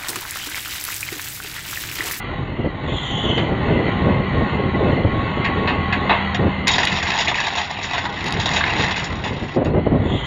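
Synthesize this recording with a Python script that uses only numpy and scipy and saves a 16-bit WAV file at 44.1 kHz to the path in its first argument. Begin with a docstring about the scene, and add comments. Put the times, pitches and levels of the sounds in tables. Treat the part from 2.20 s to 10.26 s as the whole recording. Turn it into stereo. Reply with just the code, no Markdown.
"""Open ground: a diesel wheel loader revs up with a squeal and drives its bucket into an overturned mobile
home. The engine sums exhaust tones, a fan or pump tone and pulsing noise clatter; squeal and gear whine are
wavering sines. Studs snap one by one, then walls splinter and the shell topples with a long crunch: random
fractures drive filters for shell, timber and splinters, with ringing chips and bright ticks on top. Gusts
buffet the microphone throughout, as filtered noise in low rumble and higher flutter."""
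import sys
import numpy as np
from scipy import signal
from scipy.fft import rfft, irfft, next_fast_len
from scipy.io import wavfile
from scipy.ndimage import uniform_filter1d, minimum_filter1d, map_coordinates

SR = 44100
rng = np.random.default_rng(int(sys.argv[2]) if len(sys.argv) > 2 else 0)


def int16_out(signal):
    """Quantize to a 16-bit WAV file."""
    q = np.round(np.clip(np.atleast_2d(signal).T, -1, 1) * 32767)
    wavfile.write(sys.argv[1], SR, q.astype(np.int16))


N = 355446  # length in samples


def amp(db):
    """Decibels to gain."""
    return 10 ** (np.asarray(db) / 20)


def unit(x):
    """Scale to rms 1."""
    return x / np.sqrt(np.mean(x ** 2) + 1e-20)


def along(points, hz):
    """(Hz, value) points read on a log frequency axis."""
    f, v = np.transpose(points)
    return np.interp(np.log(hz + 1), np.log(f + 1), v)


def curves(rows):
    """One value per sample for each column after the time."""
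    seconds, *columns = np.transpose(rows)
    return [np.interp(np.arange(N) / SR, seconds, column) for column in columns]


def during(rows, fade=0.009):
    """1 over the span of a table, fading to 0 outside it in fade seconds."""
    t = np.arange(N) / SR
    inside = np.minimum(t - rows[0][0], rows[-1][0] - t)
    return np.clip(1 + inside / fade, 0, 1)


def wobble(rate):
    """A smooth random curve, rate knots a second."""
    knots = rng.standard_normal(int(N * rate / SR) + 4)
    return map_coordinates(knots, [np.arange(N) * rate / SR])


def turns(hz):
    """Running phase in radians of a moving frequency."""
    return 2 * np.pi * np.cumsum(hz) / SR


def swell(start, length, attack, release):
    """Rise linearly, hold until the length is over, die away exponentially; all times in seconds."""
    age = np.arange(N) / SR - start
    return np.clip(age / attack, 0, 1) * np.exp(-np.maximum(age - length, 0) / release)


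def colour(x, spectrum, size=4096):
    """Causal (minimum-phase) filter of unit energy with the given spectrum."""
    cepstrum = irfft(np.log(amp(along(spectrum, np.fft.rfftfreq(size, 1 / SR)))))
    # fold the cepstrum onto positive times, so that nothing sounds early
    cepstrum[1:size // 2] *= 2
    cepstrum[size // 2 + 1:] = 0
    pulse = irfft(np.exp(rfft(cepstrum)))
    pulse /= np.linalg.norm(pulse)
    return signal.oaconvolve(x, pulse[None], axes=1)[:, :N]


# Echo decay of the surroundings, shared by loader and wreck.
# Each row: frequency in Hz, time to fall 60 dB in seconds.
ECHO_DECAY = [(200, 0.39), (1000, 0.16), (3000, 0.18), (8000, 0.031)]


def outdoors(x, wet_db, count=4):
    """Direct sound plus short stereo echoes, whose paths keep changing as things move."""
    t = np.arange(N) / SR
    out = np.array([x, x])
    for k in range(count):
        hz, age, noise = signal.stft(rng.standard_normal((2, SR // 3)), SR, nperseg=256)
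        decay = amp(-60 * age / along(ECHO_DECAY, hz)[:, None])
        tail = signal.istft(noise * decay, SR, nperseg=256)[1]
        tail /= np.linalg.norm(tail[0])
        share = x * np.sin(np.pi / 2 * np.minimum((t * 10 - k) % count, 2))  # the paths cross-fade in turn
        out += amp(wet_db) * signal.oaconvolve(share[None], tail, axes=1)[:, :N]
    return out / np.hypot(1, amp(wet_db))


# Balance of the sides by frequency: the left leads in much of the middle, the right above 6 kHz.
# Each row: frequency in Hz, left minus right in dB.
SIDE_BALANCE = [(400, -4.5), (900, 2.5), (2000, 4.5), (2450, 9), (2950, 8), (3400, 15), (3750, -9.5),
                (4300, 16), (5000, 16.5), (5900, -1), (6600, -38), (8000, -23), (10500, -7.5)]


def hollow(pair, lag, to_left, to_right):
    """Each side also hears the other a lag (in seconds) later: a wide, slightly hollow image."""
    size = next_fast_len(N + 512)
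    hz = np.fft.rfftfreq(size, 1 / SR)
    sides = rfft(pair, size)
    cross = np.array([[to_left], [to_right]])
    crossed = cross * sides[::-1] * np.exp(-2j * np.pi * hz * lag)
    sides = (sides + crossed) / np.hypot(1, cross)
    tilt = amp(along(SIDE_BALANCE, hz) * np.array([[.5], [-.5]]))
    return irfft(sides * tilt, size)[:, :N]


def fractures(rate, spread_db):
    """Impulses of rms 1 at random times: many small fibres give way, and a few large ones."""
    chance = rng.random(N)
    strength = np.minimum(rng.exponential(1, N), 4)
    return unit((chance < rate / SR) * amp(spread_db * strength) * rng.choice([-1, 1], N))


# The engine's run. Each row: time in seconds, firing rate in Hz,
# exhaust drone and clatter, each a relative level in dB.
ENGINE_RUN = [(0, 43.6, -37, -31.5), (.32, 43.3, -40, -38.5), (.62, 44, -45, -35.5),
              (.87, 60.1, -38, -32.5), (1.35, 73.2, -35, -31), (1.7, 78.13, -38.5, -27),
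              (1.88, 80.2, -24.5, -31), (2.15, 79.87, -33, -29.5), (2.85, 80.42, -32, -31),
              (3.33, 81.75, -31.5, -28.5), (3.7, 80.7, -30, -29), (4, 81.8, -29, -27),
              (4.3, 81.6, -31, -30), (5.6, 81.23, -48, -36.5), (6.4, 80.45, -38, -29),
              (7.55, 65.35, -48.5, -40.5), (8.06, 55.36, -31, -32.5)]
# Tones locked to the engine's speed: exhaust tones, and at 2.42 a fan or pump driven off the engine. Each row:
# multiple of the firing rate, relative level in dB.
ENGINE_TONES = [(1, 0), (1.503, -14.5), (2, -9), (2.42, 1.5), (3, -13.5)]
# Spectrum of the combustion clatter. Each row: frequency in Hz, relative density in dB per Hz.
CLATTER_COLOUR = [(260, -15.5), (480, -11), (850, -2), (1050, -2.5), (1250, -10), (1450, 0), (1650, -10.5),
                  (1880, -5.5), (2200, -6), (2500, -11), (2900, -14.5), (3750, -18), (4300, -19.5),
                  (4900, -51.5), (7000, -53), (7700, -81)]


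def engine():
    """Exhaust tones with a fan or pump tone, and combustion clatter that pulses at each firing."""
    firing_hz, drone_db, clatter_db = curves(ENGINE_RUN)
    phase = turns(firing_hz * (1 + 0.0047 * wobble(13)))
    drone = sum(amp(db + 2 * wobble(18)) * np.sin(multiple * phase + .4 * wobble(25))
                for multiple, db in ENGINE_TONES)
    beats = 1 + 0.34 * np.cos(phase) + 0.12 * np.cos(phase / 2)
    pulsing = beats * rng.standard_normal(N)
    clatter = unit(colour(outdoors(pulsing, wet_db=0.0), CLATTER_COLOUR))
    return amp(drone_db) * drone + amp(clatter_db + 4.0 + 0.53 * wobble(11.0)) * clatter


# The breeze between gusts. Each row: time in seconds, relative strength in dB.
BREEZE = [(0, -36.5), (.3, -29.5), (.85, -33), (1.25, -23.5), (2.3, -25.5), (2.85, -22), (3.1, -25.5),
          (3.5, -28.5), (4.1, -31.5), (4.4, -28.5), (4.85, -34), (5.5, -39.5), (5.9, -34), (6.25, -29.5),
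          (6.8, -31.5), (7.1, -28), (7.32, -36), (7.75, -20.5), (8.06, -34)]
# Gusts. Each row: start in seconds, length in seconds, relative strength in dB, share of flutter in dB.
GUST_HITS = [(0.089, .04, -26, -5), (0.18, 0.029, -20.5, -14), (0.386, 0.015, -24, 0.5),
             (0.44, 0.03, -25.5, 3.5), (0.632, 0.13, -25, -6), (0.91, 0.053, -22.5, -9.5),
             (1.034, 0.084, -26.5, 3), (1.172, 0.17, -28.5, 2), (1.458, 0.2324, -25, 0),
             (1.811, 0.197, -22.5, 0), (2.127, 0.11, -22, -1.5), (2.324, .15, -29, 3),
             (2.545, 0.16, -24.5, 2), (2.724, 0.058, -24.5, 0), (2.844, 0.01, -8, -5.5),
             (2.925, 0.0087, -19, -0.5), (3.167, 0.019, -25, 2.5), (3.29, 0.011, -27.5, 6.5),
             (3.34, .13, -25.5, -1.5), (3.506, 0.11, -26, -1.5), (3.759, 0.073, -28, 2),
             (3.852, 0.071, -27, -1), (4.19, 0.09, -20.5, -3), (4.377, 0.03, -26.5, -25),
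             (4.705, 0.03, -27.5, -9), (6.128, 0.078, -26.5, -6), (6.543, 0.09, -24, -7),
             (6.907, 0.038, -26.5, -25), (7.207, 0.029, -21, -11.5), (7.36, 0.064, -22.5, 5),
             (7.436, 0.078, -22, -1.5), (7.535, 0.05, -19, 0.5), (7.661, 0.012, -17, 0.5),
             (7.704, 0.063, -19, -4), (7.792, 0.086, -23, -2), (7.887, .072, -20, -6)]
# Spectra of the wind's low rumble and higher flutter. Each row: frequency in Hz, relative density in dB per Hz.
RUMBLE_COLOUR = [(15, -35.5), (30, -10.5), (55, -3), (90, 2), (150, 0.5), (230, -5.5), (400, -18.5),
                 (900, -50.5), (2000, -94)]
FLUTTER_COLOUR = [(60, -40.5), (150, -8.5), (250, 1.5), (400, -0.5), (600, -5), (900, -14), (1400, -26),
                  (3000, -39), (6000, -103.5)]
GUST_ATTACK_S, GUST_RELEASE_S = 0.0054, .018
# flutter drive at the reference breeze strength, and its dB per dB of breeze
BREEZE_REF_DB, BREEZE_FLUTTER_DB, FLUTTER_GROWS = -26, -31, 1
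SWAY_DB, SWAY_PER_S = 0.5, 31  # random unevenness of the breeze: depth, knots a second


def wind():
    """Gusts ride on an uneven breeze; eddies hit the two microphone ports separately, as rumble and flutter."""
    breeze_db = curves(BREEZE)[0] + SWAY_DB * wobble(SWAY_PER_S)
    rumble_level = amp(breeze_db)
    flutter_level = amp(BREEZE_FLUTTER_DB + FLUTTER_GROWS * (breeze_db - BREEZE_REF_DB))
    for start, length, db, flutter_db in GUST_HITS:
        gust = amp(db) * swell(start, length, GUST_ATTACK_S, GUST_RELEASE_S)
        rumble_level = np.hypot(rumble_level, gust)  # powers add
        flutter_level = np.hypot(flutter_level, amp(flutter_db) * gust)
    eddies = np.tanh(np.array([wobble(60), wobble(60)]))
    rumble_noise = colour(rng.standard_normal((2, N)), RUMBLE_COLOUR)
    rumble = amp(3.5) * rumble_level * unit(amp(2.0 * eddies) * rumble_noise)
    flutter_noise = colour(rng.standard_normal((2, N)), FLUTTER_COLOUR)
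    flutter = amp(4.5) * flutter_level * unit(amp(4.5 * eddies) * flutter_noise)
    return rumble + flutter * amp([[1.5], [-1.5]])  # flutter leans left


# The drive squeals on pulling away. Each row: start in seconds, length in seconds, relative level in dB.
DRIVE_SQUEALS = [(0.605, .585, -32), (7.78, .35, -36)]
# Two modes of the squeal: the upper speaks first, then gives way. Each row: frequency in Hz, width in Hz,
# relative level in dB, attack in seconds (before squaring), sag in dB per second.
SLIP_MODES = [(3070, 220, 0, .27, 0), (3440, 340, 2, .15, 11)]
SQUEAL_RELEASE_S = 0.1  # before squaring


def squeal():
    """Slipping friction in the drive chatters on two close modes, which mix into a faint octave."""
    out = np.zeros(N)
    t = np.arange(N) / SR
    for hz, width, mode_db, attack, sag in SLIP_MODES:
        slip = np.zeros(N)
        for start, length, db in DRIVE_SQUEALS:
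            sagging = amp(db - sag * np.maximum(t - start, 0))
            slip += sagging * swell(start, length, attack, SQUEAL_RELEASE_S) ** 2
        phase = turns(hz + 20 * wobble(22) + width / 2 * wobble(3 * width))
        tone = np.sin(phase) + amp(-28.5) * np.sin(2 * phase)
        out += amp(mode_db) * slip * unit(tone * amp(3 * wobble(160)))
    return outdoors(out, wet_db=4.5)


def piece(t, hz, spread, count=16, ring_t60=.011, ring_share=0.4):
    """A broken piece rings briefly at modes scattered round its pitch; a larger spread scatters them wider."""
    places = (np.arange(count)[:, None] + rng.random((count, 1))) / count
    modes = hz * np.exp(spread * (2 * places - 1))
    ring = np.sin(2 * np.pi * modes * t).sum(0) * amp(-60 * t / ring_t60)
    return (t == 0) + ring_share * ring / np.linalg.norm(ring)


# The loudest breaks of timber and panels. Each row: start in seconds, relative strength in dB,
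# share of thud in dB, share of splinters in dB, tearing time in seconds, ring of the piece in Hz.
BREAKS = [(1.177, -9, -3.5, -38, 0.016, 1994), (3.245, -4, -7, -35.5, .016, 2270),
          (3.474, -2, -3, -39.5, 0.03, 2004), (3.725, -4.5, -6, -33, 0.016, 2344),
          (3.893, 0.5, 2.5, -43, .04, 2305), (4.146, -9, -2, -20.5, 0.0091, 2747),
          (4.471, -8, 0.5, -9.5, .008, 2656), (4.483, -5, -2, -10.5, 0.0084, 3000),
          (4.513, -16, 7, -0.5, 0.015, 2510), (4.533, -14, -7, -4.5, 0.016, 3840),
          (4.555, -14.5, -4.5, -7.5, 0.0087, 1960), (4.582, -2, -0.5, -14, .007, 2300),
          (4.598, -8.5, 5, -14, .014, 1920), (4.63, -6.5, -5.5, -16, .013, 2570),
          (4.672, -8, -7.5, -14, .007, 3420), (4.716, -9.5, -6, -16.5, 0.022, 2110),
          (4.772, -17.5, -2, -9.5, 0.0019, 1863), (4.826, -10, -4, -15, 0.016, 2260),
          (4.867, -7.5, -4.5, -27.5, 0.014, 1890), (4.903, -11.5, -2.5, -13.5, 0.0032, 2130),
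          (4.935, -15, 3, -15, 0.02, 2603), (4.986, -12.5, 5, -8.5, 0.012, 2720),
          (5.003, -9, -5, -7, 0.015, 2390), (5.021, -13.5, -9.5, -16.5, 0.0051, 1652),
          (5.08, -8, -0.5, -12, 0.015, 2900), (5.115, -18.5, 8, -20, 0.0054, 1748),
          (5.152, -10, -5.5, -17.5, 0.048, 1745), (5.201, -13.5, -18, -9, 0.011, 1980),
          (5.235, -14, 2, -13.5, 0.026, 3060), (5.37, -7.5, -3.5, -14, 0.052, 2180),
          (5.51, -18.5, 4.5, -15.5, 0.0037, 1916), (5.628, -15.5, -3.5, -7.5, .035, 2008),
          (5.734, -8, -2, -19, 0.054, 2530), (5.779, -9, -4, -19.5, 0.0098, 1900),
          (5.852, -10.5, 0.5, -22, 0.0084, 1784), (6.199, -15, -5, -5.5, 0.029, 3018),
          (6.257, -13.5, 2, -5.5, 0.011, 3200), (6.29, -12, -9, -14.5, 0.0039, 1570),
          (6.313, -11.5, -9.5, -15, 0.011, 2033), (6.334, -10.5, -4, -9, 0.026, 1960),
          (6.362, -6.5, 0, -14, 0.02, 2635), (6.407, -4.5, -16, -39, 0.0081, 1660),
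          (6.438, -4, -6, -34, 0.0046, 1698), (6.463, -6.5, -4.5, -26.5, 0.042, 1856),
          (6.594, -9, -0.5, -17.5, 0.016, 1910), (6.637, -17.5, 2, -13, 0.0081, 2285),
          (6.683, -23, -6, -8, 0.0047, 2722), (6.76, -9.5, -13, -15, 0.045, 1758),
          (6.841, -20, -12, -5, 0.012, 2327), (6.901, -28, 5, -16.5, 0.0062, 2120),
          (7.038, -10.5, -2, -17.5, 0.038, 2080), (7.448, -16.5, -9, -23, 0.019, 2047)]
# Spectra of the hollow shell, the timber and the fine splinters.
# Each row: frequency in Hz, relative density in dB per Hz.
SHELL_COLOUR = [(150, -38.5), (400, 2), (520, -5), (680, 4.5), (950, 2.5), (1250, -6.5), (1700, -15),
                (3500, -69.5)]
TIMBER_COLOUR = [(500, -29.5), (1100, -6.5), (1500, -0.5), (1950, 0), (2600, 2), (3200, -6.5), (3750, -4),
                 (4300, -9), (4900, -29.5), (6000, -82)]
SPLINTER_COLOUR = [(2300, -39), (3200, 16.5), (3750, 21), (4400, 9.5), (5300, 13.5), (5900, 10.5),
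                   (6400, -4.5), (7100, 5.5), (7600, -29), (8400, -51), (12000, -57)]


def cracks():
    """Each break is a quickly swelling, dying run of fibre fractures that drives shell, timber and splinters."""
    drive = np.zeros((3, N + SR))
    t = np.arange(SR // 4) / SR
    for start, db, thud_db, splinter_db, tear, hz in BREAKS:
        rise = 1 - .3 * np.exp(-t / (.1 * tear))
        fibres = rng.choice([-1, 1], len(t)) * (rng.random(len(t)) < .12)
        tearing = fibres * rise * np.exp(-t / tear)
        ringing = piece(t, hz, spread=min(.3 + 9 * tear, 1))  # long tears scatter wider
        burst = signal.fftconvolve(tearing, ringing)[:len(t)]
        burst /= np.linalg.norm(burst)
        shares_db = np.array([[thud_db], [0], [splinter_db]])
        drive[:, round(start * SR):][:, :len(t)] += amp(db + shares_db) * burst
    thud, timber, splinter = drive[:, :N]
    return (amp(11.5) * colour(outdoors(thud, wet_db=-6.5), SHELL_COLOUR)
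            + amp(14.5) * colour(outdoors(timber, wet_db=-7.0), TIMBER_COLOUR)
            + amp(24.5) * colour(outdoors(splinter, wet_db=-4), SPLINTER_COLOUR))


# The gears whine under load. Each row: start in seconds, length in seconds, relative level in dB.
GEAR_WHINES = [(1.602, 0.909, -32.5), (2.623, 1.18, -30)]
WHINE_ORDER = 13.6  # gear mesh rate over firing rate
WHINE_ATTACK_S, WHINE_RELEASE_S = 0.5, 0.097


def gears():
    """A thin, slightly wavering transmission whine, geared to the engine's speed."""
    hz = WHINE_ORDER * curves(ENGINE_RUN)[0] + 2.38 * wobble(40)
    load = sum(amp(db) * swell(start, length, WHINE_ATTACK_S, WHINE_RELEASE_S)
               for start, length, db in GEAR_WHINES)
    return load * amp(1.4 * wobble(15)) * np.sin(turns(hz))


# Brittle bits that snap in direct view. Each row: start in seconds, relative level in dB.
BRITTLE_SNAPS = [(4.48, 13), (4.652, 7.5), (5.513, -15), (6.042, -7), (6.065, -3.5), (6.083, -5),
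                 (6.107, -8), (6.124, 3.5), (6.257, -14), (6.27, -13.5), (7.447, -12)]
# Spectrum of a brittle tick. Each row: frequency in Hz, relative density in dB per Hz.
BRITTLE_COLOUR = [(400, -30.5), (900, 0.5), (2000, 10), (4000, 20), (7000, -0.5), (8200, -15.5),
                  (9500, -40), (10800, 12), (12200, -29.5)]


def snaps(life=.0016):
    """Thin brittle pieces give short, dry, bright ticks: noise bursts that decay over life seconds."""
    drive = np.zeros(N + SR)
    t = np.arange(SR // 50) / SR
    for start, db in BRITTLE_SNAPS:
        tick = np.exp(-t / life) * rng.standard_normal(len(t))
        drive[round(start * SR):][:len(t)] += amp(db - 19.5) * tick
    return colour(outdoors(drive[:N], wet_db=-14.5), BRITTLE_COLOUR)


# How hard the walls are being crushed. Each row: time in seconds, relative effort in dB.
CRUSH_EFFORT = [(4.5, -25), (4.78, -27), (5.05, -24), (5.3, -25.5), (5.5, -34.5), (5.7, -29.5), (5.93, -37),
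                (6.08, -28), (6.3, -31.5), (6.48, -28), (6.7, -23.5), (6.9, -37), (7.2, -38.5),
                (7.36, -39.5)]
# what the crushing drives
CRUSH_PANEL_DB, CRUSH_FIBRE_DB, CRUSH_SPLINTER_DB, CRUSH_CHIP_DB = -3, -3, -9.5, -16


def crunch():
    """Clumps of small fractures as panels fold and debris slides; one crushing effort drives them all."""
    effort_db, = curves(CRUSH_EFFORT)
    t = np.arange(SR // 20) / SR
    slips = signal.fftconvolve(np.abs(fractures(rate=160, spread_db=2)), np.exp(-t / .0025))[:N]
    clumps = amp(effort_db) * during(CRUSH_EFFORT) * unit(.45 + unit(slips))
    panels = clumps * fractures(rate=730, spread_db=1.5)
    fibres = clumps * fractures(rate=3200, spread_db=0.5)
    return (colour(outdoors(panels * amp(CRUSH_PANEL_DB), wet_db=-8.5), SHELL_COLOUR)
            + colour(outdoors(fibres * amp(CRUSH_FIBRE_DB), wet_db=-4.5), TIMBER_COLOUR)
            + colour(outdoors(fibres * amp(CRUSH_SPLINTER_DB), wet_db=-1), SPLINTER_COLOUR))


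def chips(count=300, centre_hz=2400, spread=0.55, ring_t60=0.011, spread_db=2.0):
    """Small bits fly off all through the crushing, each clacking at its own pitch."""
    out = np.zeros(N + SR)
    t = np.arange(SR // 30) / SR
    first, last = CRUSH_EFFORT[0][0], CRUSH_EFFORT[-1][0]
    for when, pitch, size in rng.random((count, 3)):
        start = first + when * (last - first)
        hz = centre_hz * np.exp(spread * (2 * pitch - 1))
        size_db = -spread_db * np.log(max(size, .05))  # a few loud chips among many soft
        clack = amp(size_db - 60 * t / ring_t60) * np.sin(2 * np.pi * hz * t)
        out[round(start * SR):][:len(t)] += clack
    driven = unit(out[:N]) * amp(curves(CRUSH_EFFORT)[0] + CRUSH_CHIP_DB)
    return colour(outdoors(driven, wet_db=-4.0), TIMBER_COLOUR)


def scene():
    """The loader and the wreck some way off, the wind close by."""
    loader = hollow(engine() + squeal() + gears(), lag=.00103, to_left=.25, to_right=.5)
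    wreck = hollow(cracks() + snaps() + crunch() + chips(), lag=.00106, to_left=.15, to_right=1.1)
    return loader + amp(-1.0) * wreck + wind()


TOP_HZ = 12200  # band limit


def record(dry):
    """The camera turns down the highest peaks and keeps nothing above its band limit."""
    needed = np.minimum(1, .95 / (np.abs(dry).max(0) + 1e-9))
    gain = uniform_filter1d(minimum_filter1d(needed, size=441), size=441)  # 10 ms hold, then 10 ms smoothing
    size = next_fast_len(N + 8192)
    in_band = np.fft.rfftfreq(size, 1 / SR) < TOP_HZ
    return irfft(rfft(dry * gain, size) * in_band, size)[:, :N]


dry = scene()
out = record(dry)
int16_out(out)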